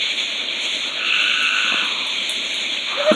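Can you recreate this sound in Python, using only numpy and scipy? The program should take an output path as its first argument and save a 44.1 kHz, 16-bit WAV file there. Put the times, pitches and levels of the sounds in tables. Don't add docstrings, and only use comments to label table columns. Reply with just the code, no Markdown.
import sys
import numpy as np
from scipy import signal
from scipy.fft import rfft, irfft
from scipy.io import wavfile
from scipy.ndimage import uniform_filter1d

SR = 44100
rng = np.random.default_rng(int(sys.argv[2]) if len(sys.argv) > 2 else 0)


def unload_audio(sound):
    columns = np.transpose(np.atleast_2d(sound))
    steps = np.round(np.clip(columns, -1, 1) * 32767)
    wavfile.write(sys.argv[1], SR, steps.astype(np.int16))


N = 138915

# (frequency [Hz], relative density [dB per Hz])
AIR_SPECTRUM = [(15, -69), (25, -29), (64, -8.5), (123, -20), (162, -6.5), (194, -2.5), (232, 3),
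                (386, 1.5), (407, -3), (438, 0.5), (652, 4.5), (727, -4), (1900, 0.5), (2470, -6),
                (4180, -120)]
CHORUS_SPECTRUM = [(1000, -61), (1700, -26.5), (2070, -10), (2300, -3.5), (2420, -2.5), (2800, -7),
                   (3330, -1.5), (3500, -0.5), (4000, -5.5), (4230, -9), (4560, -27.5), (4690, -65),
                   (4900, -51), (6370, -71), (10800, -120)]
INSECT_SPECTRUM = [(4600, -60), (4900, -32), (5150, -22.5), (5400, -13.5), (5740, -7.5), (6290, 1),
                   (6640, 3), (7410, -4.5), (8120, -10), (9800, -16.5), (11600, -24.5), (13300, -39),
                   (14000, -51)]
# (time [s], level [dB])
CHORUS_COURSE = [(0.0, -25.5), (0.02, -21), (0.17, -26.5), (0.18, -23), (0.42, -27), (0.74, -23.5),
                 (0.94, -27), (1.24, -23), (1.5, -25.5), (1.63, -24.5), (3.03, -25.5), (3.05, -27.5),
                 (3.13, -24.5), (3.15, -29)]
INSECT_COURSE = [(0.0, -44), (0.02, -39), (0.05, -41.5), (0.21, -38), (0.49, -47), (0.6, -41),
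                 (0.61, -36.5), (0.82, -38), (1.0, -46), (1.18, -40), (1.65, -38), (2.04, -44),
                 (2.08, -40.5), (2.58, -38), (2.97, -45), (3.15, -39.5)]
THROB_PER_S = 8.8

# (time [s], relative level [dB], centre frequency [Hz])
LOW_NOTES = [(0.0154, -12, 2260), (0.0907, -13.5, 2340), (0.174, -15, 2380), (0.3865, -16.5, 2340),
             (0.5057, -19, 2400), (0.5871, -18, 2340), (0.8395, -29, 2390), (0.9956, -17, 2460),
             (1.0884, -13, 2530), (1.1543, -23, 2470), (1.3014, -15, 2330), (1.3773, -25, 2450),
             (1.4461, -7, 2610), (1.5758, -12, 2440), (1.6945, -10, 2530), (1.7714, -16, 2430),
             (1.8342, -18, 2460), (1.9205, -23, 2390), (1.9974, -17, 2380), (2.144, -24, 2300),
             (2.367, -31, 2250), (2.5351, -39, 2400), (2.6414, -16.5, 2290), (2.7631, -21, 2580),
             (2.9667, -28, 2215), (3.0395, -16.5, 2320)]
HIGH_NOTES = [(0.0199, -33, 3520), (0.0937, -15, 3280), (0.166, -11, 3440), (0.2279, -35, 3400),
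              (0.3735, -15, 3450), (0.4778, -15.5, 3300), (0.5756, -22, 3470), (0.6524, -15.5, 3290),
              (0.7337, -16, 3300), (0.8056, -17, 3500), (0.9383, -37, 3440), (1.0595, -16, 3450),
              (1.1817, -20, 3330), (1.2984, -12, 3140), (1.4047, -20, 3250), (1.6112, -14, 3220),
              (1.6761, -13, 3430), (1.7684, -11, 3170), (1.8442, -22, 3200), (1.9155, -16, 3450),
              (1.9969, -32, 3530), (2.0612, -13, 3490), (2.1829, -8, 3276), (2.2822, -9.5, 3570),
              (2.4119, -39, 3400), (2.5381, -15, 3750), (2.61, -15.5, 3660), (2.6968, -8, 3320),
              (3.022, -22, 3410), (3.1323, -18, 3410)]
NOTE_RISE_S, NOTE_FALL_S, NOTE_WIDTH_HZ, NOTE_DB = .01, .022, 220, -5

# (time [s], level [dB], hiss relative to the snap before colouring [dB])
TICKS = [(1.2316, -27, -32), (1.4278, -19.5, -36), (1.845, -33, -22), (2.0684, -24, -30),
         (2.2953, -10.5, -30), (2.5428, -22, -29), (3.128, -29, -22)]
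# (frequency [Hz], gain [dB])
TICK_SPECTRUM = [(5000, -30), (6200, -12), (8000, -1), (9000, 0), (11000, -6), (12500, -15), (13600, -28)]
TICK_T60_S, TICK_HISS_HZ = .2, 8500

# (time [s], relative level [dB], added level of modes above 600 Hz [dB], factor on ring time)
KNOCKS = [(1.648, -25.5, -18, 1.4), (1.724, -26, 21.5, .6), (1.7441, -17.5, 10, 0.48),
          (1.824, -24, -19, 2.3), (3.117, -1.5, -4, .8), (3.126, -12, 3, 1.3), (3.143, -13, -19, 2.4)]
# (frequency [Hz], relative level [dB], T60 before the ring factor [s])
WOOD_MODES = [(215, 0, .045), (300, -1, .05), (460, -5, .025), (680, -4, .018), (1000, -4, .018),
              (1300, -6, .018)]
PUSH_DB, PUSH_S = 3, .0003

# (time [s], fundamental frequency [Hz], level [dB])
CREAK = [(2.975, 521, -27.5), (2.992, 574, -29), (3.005, 586, -18), (3.022, 559, -25), (3.034, 592, -33),
         (3.05, 569, -24), (3.062, 594, -22), (3.072, 618, -16), (3.095, 622, -10.5), (3.116, 607, -13),
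         (3.124, 610, -28)]
# (multiple of the fundamental, level relative to it [dB])
CREAK_OVERTONES = [(2, -20), (3, -18.5)]
# (time [s], relative level [dB], centre frequency [Hz])
RUB = [(2.86, -66, 1160), (2.866, -44, 1050), (2.922, -31.5, 1130), (2.966, -31.5, 1190),
       (2.974, -29.5, 1265), (3.066, -26, 1350), (3.102, -30, 1200), (3.122, -24, 1240), (3.15, -30, 1328)]
# (frequency [Hz], gain [dB])
NEAR_RESPONSE = [(0, -45), (120, -32), (160, -10), (210, 0), (4200, 0), (4600, -14), (4800, -22),
                 (5200, -18), (5800, 0), (22050, 0)]

# (time [s], level [dB], centre frequency [Hz])
FAR_TRILL = [(.76, -69, 1250), (.86, -39.5, 1340), (.98, -43, 1230), (1.05, -72, 1310), (1.74, -34.5, 1150),
             (1.82, -35.5, 1110), (2.0, -36, 1070), (2.12, -41.5, 1010), (2.25, -61, 1050)]
# (time [s], low band level [dB], high band level relative to the low band [dB])
TRILL = [(0.94, -47, -7), (1.01, -31.5, 3), (1.096, -29.5, 7.5), (1.108, -33.5, 12.5), (1.134, -27, 7.5),
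         (1.448, -27, 7), (1.56, -26.5, 4), (1.83, -28.5, 4.5), (1.84, -28, 1), (1.888, -42, 5),
         (1.95, -56, -2)]
# (frequency [Hz], gain [dB])
SAC_LOW = [(1050, -34), (1200, -9), (1340, 0), (1410, -3), (1490, 5.5), (1600, -5), (1750, -8.5),
           (1950, -35)]
SAC_HIGH = [(2150, -26), (2400, -11), (2540, -6), (2620, -1), (2720, 0), (2800, -4), (2900, -7), (3000, -6),
            (3120, -18), (3400, -32)]
TRILL_PER_S, TRILL_START_S, TRILL_END_S = 52.1, .819, 2
JITTER_LOW_S, JITTER_HIGH_S = .0004, .00004
ECHO_T60_S, ECHO_DB, TRILL_BLUR = .3, 2.5, 1.2

EDGE_HZ = 13500


def amp(db):
    return 10 ** (np.asarray(db) / 20)


def evened(x):
    return x / np.sqrt(np.mean(x ** 2) + 1e-20)


def curve(rows, col, outside=None):
    rows = np.array(rows)
    return np.interp(np.arange(N) / SR, rows[:, 0], rows[:, col], outside, outside)


def add(mix, s, sound):
    part = mix[round(s * SR):][:len(sound)]
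    part += sound[:len(part)]


def resonate(x, hz, width):
    turn = np.exp(2j * np.pi * np.cumsum(hz * np.ones(len(x))) / SR)
    r = np.exp(-np.pi * width / SR)
    slow = signal.lfilter([1 - r], [1, -r], x / turn + 1e-18)
    return 2 * (turn * slow).real


def resonate_twice(x, hz, width):
    return resonate(resonate(x, hz, width), hz, width)


def coloured(x, points):
    f, db = np.transpose(points)
    hz = np.fft.rfftfreq(len(x), 1 / SR)
    gain_db = np.interp(np.log(hz + 1), np.log(f + 1), db, -120, -120)
    return irfft(rfft(x) * amp(gain_db), len(x))


def blur(points, patchy_db, throb):
    frames = N // 128 + 5
    a, b, patches = rng.standard_normal((frames, 257, 3)).T
    patches = uniform_filter1d(patches, size=5, axis=0)
    patches = evened(uniform_filter1d(patches, size=14, axis=1))
    cells = (a + 1j * b) * amp(patchy_db * patches)
    x = signal.istft(cells, nperseg=512, noverlap=384)[1][:N]
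    return evened(coloured(x * amp(throb), points))


def notes():
    out, t = np.zeros(N), np.arange(0, .15, 1 / SR)
    shape = (1 - np.exp(-t / NOTE_RISE_S)) * np.exp(-t / NOTE_FALL_S)
    for s, db, hz in LOW_NOTES + HIGH_NOTES:
        buzz = resonate_twice(rng.standard_normal(len(t)), hz, NOTE_WIDTH_HZ)
        add(out, s, amp(db + NOTE_DB) * shape * evened(buzz))
    return out


def ticks():
    out, t = np.zeros(N), np.arange(8192) / SR
    snap_at = 40
    for s, db, hiss_db in TICKS:
        hiss = evened(resonate(rng.standard_normal(8192), TICK_HISS_HZ, 5200))
        burst = hiss * amp(hiss_db - 60 * t / TICK_T60_S) * (t > .0012)
        burst[snap_at] += 1
        burst = coloured(burst, TICK_SPECTRUM)
        add(out, s - snap_at / SR, amp(db) * burst / abs(burst[:60]).max())
    return out


def knocks():
    out, t = np.zeros(N), np.arange(0, .12, 1 / SR)
    push = amp(PUSH_DB) * t / PUSH_S * np.exp(-t / PUSH_S)
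    onset = np.minimum(t / .0008, 1)
    for s, db, upper_db, ring in KNOCKS:
        modes = np.zeros(len(t))
        for hz, mode_db, t60 in WOOD_MODES:
            decay = amp(mode_db + upper_db * (hz > 600) - 60 * t / (ring * t60))
            modes += decay * np.sin(2 * np.pi * hz * t)
        add(out, s, -amp(db) * (modes * onset / 2 + push * amp(upper_db / 2)))
    return out


def hinge():
    phase = 2 * np.pi * np.cumsum(curve(CREAK, 1)) / SR
    drift = uniform_filter1d(uniform_filter1d(rng.standard_normal(N), size=150), size=150)
    rough = 1 + 0.067 * evened(drift)
    overtones = sum(amp(db) * np.sin(k * phase) for k, db in CREAK_OVERTONES)
    tone = rough * np.sin(phase) + overtones
    noise = rng.standard_normal(N)
    moving_rub = evened(resonate_twice(noise, curve(RUB, 2), 240))
    broad_rub = evened(resonate(resonate(noise, 870, 1350), 1150, 870))
    rub = moving_rub + 1.5 * broad_rub
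    return np.sqrt(2) * amp(curve(CREAK, 2, -90)) * tone + amp(curve(RUB, 1, -99) - 6.0) * rub


def rattle(sac, jitter_s):
    t = np.arange(N) / SR
    starts = np.arange(TRILL_START_S, TRILL_END_S, 1 / TRILL_PER_S)
    timing, strength = rng.standard_normal((2, len(starts)))
    clicks = np.zeros(N)
    clicks[np.round((starts + jitter_s * timing) * SR).astype(int)] = amp(1.1 * strength)
    sparse = rng.standard_normal((2, 6000)) * (rng.random((2, 6000)) < .06)
    tails = sparse * amp(-60 * t[:6000] / ECHO_T60_S)
    turn = 2 * np.pi * 1.332 * t
    echoes = sum(signal.oaconvolve(clicks * sway(turn), tail)[:N]
                 for sway, tail in zip((np.sin, np.cos), tails))
    on = (t > TRILL_START_S) * (t < TRILL_END_S)
    haze = TRILL_BLUR * rng.standard_normal(N) * on
    ring = coloured(evened(clicks) + amp(ECHO_DB) * evened(echoes) + haze, sac)
    return evened(ring) * np.sqrt(on.mean())


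def trill():
    high = amp(curve(TRILL, 2)) * rattle(SAC_HIGH, JITTER_HIGH_S)
    near = rattle(SAC_LOW, JITTER_LOW_S) + high
    far_hz = curve(FAR_TRILL, 2)
    far = evened(resonate(resonate(rng.standard_normal(N), far_hz, 390), far_hz, 330))
    return amp(curve(TRILL, 1, -100)) * near + amp(curve(FAR_TRILL, 1, -90)) * far


def scene():
    throb = evened(resonate_twice(rng.standard_normal(N), THROB_PER_S, 6))
    air = amp(-37) * blur(AIR_SPECTRUM, patchy_db=1.63, throb=0.41 * throb)
    chorus = blur(CHORUS_SPECTRUM, patchy_db=0.79, throb=0.45 * throb)
    chorus *= amp(curve(CHORUS_COURSE, 1) + 1.0)
    insects = blur(INSECT_SPECTRUM, patchy_db=1.3, throb=0.56 * throb)
    insects *= amp(curve(INSECT_COURSE, 1) - 0.33)
    close = coloured(notes() + ticks() + knocks() + hinge(), NEAR_RESPONSE)
    return (air + chorus + insects + close + trill())[None]


def record(dry):
    lowpass = signal.firwin(511, EDGE_HZ, window=("kaiser", 9), fs=SR)
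    return signal.oaconvolve(dry, lowpass[None], "same")


dry = scene()
out = record(dry)
unload_audio(out)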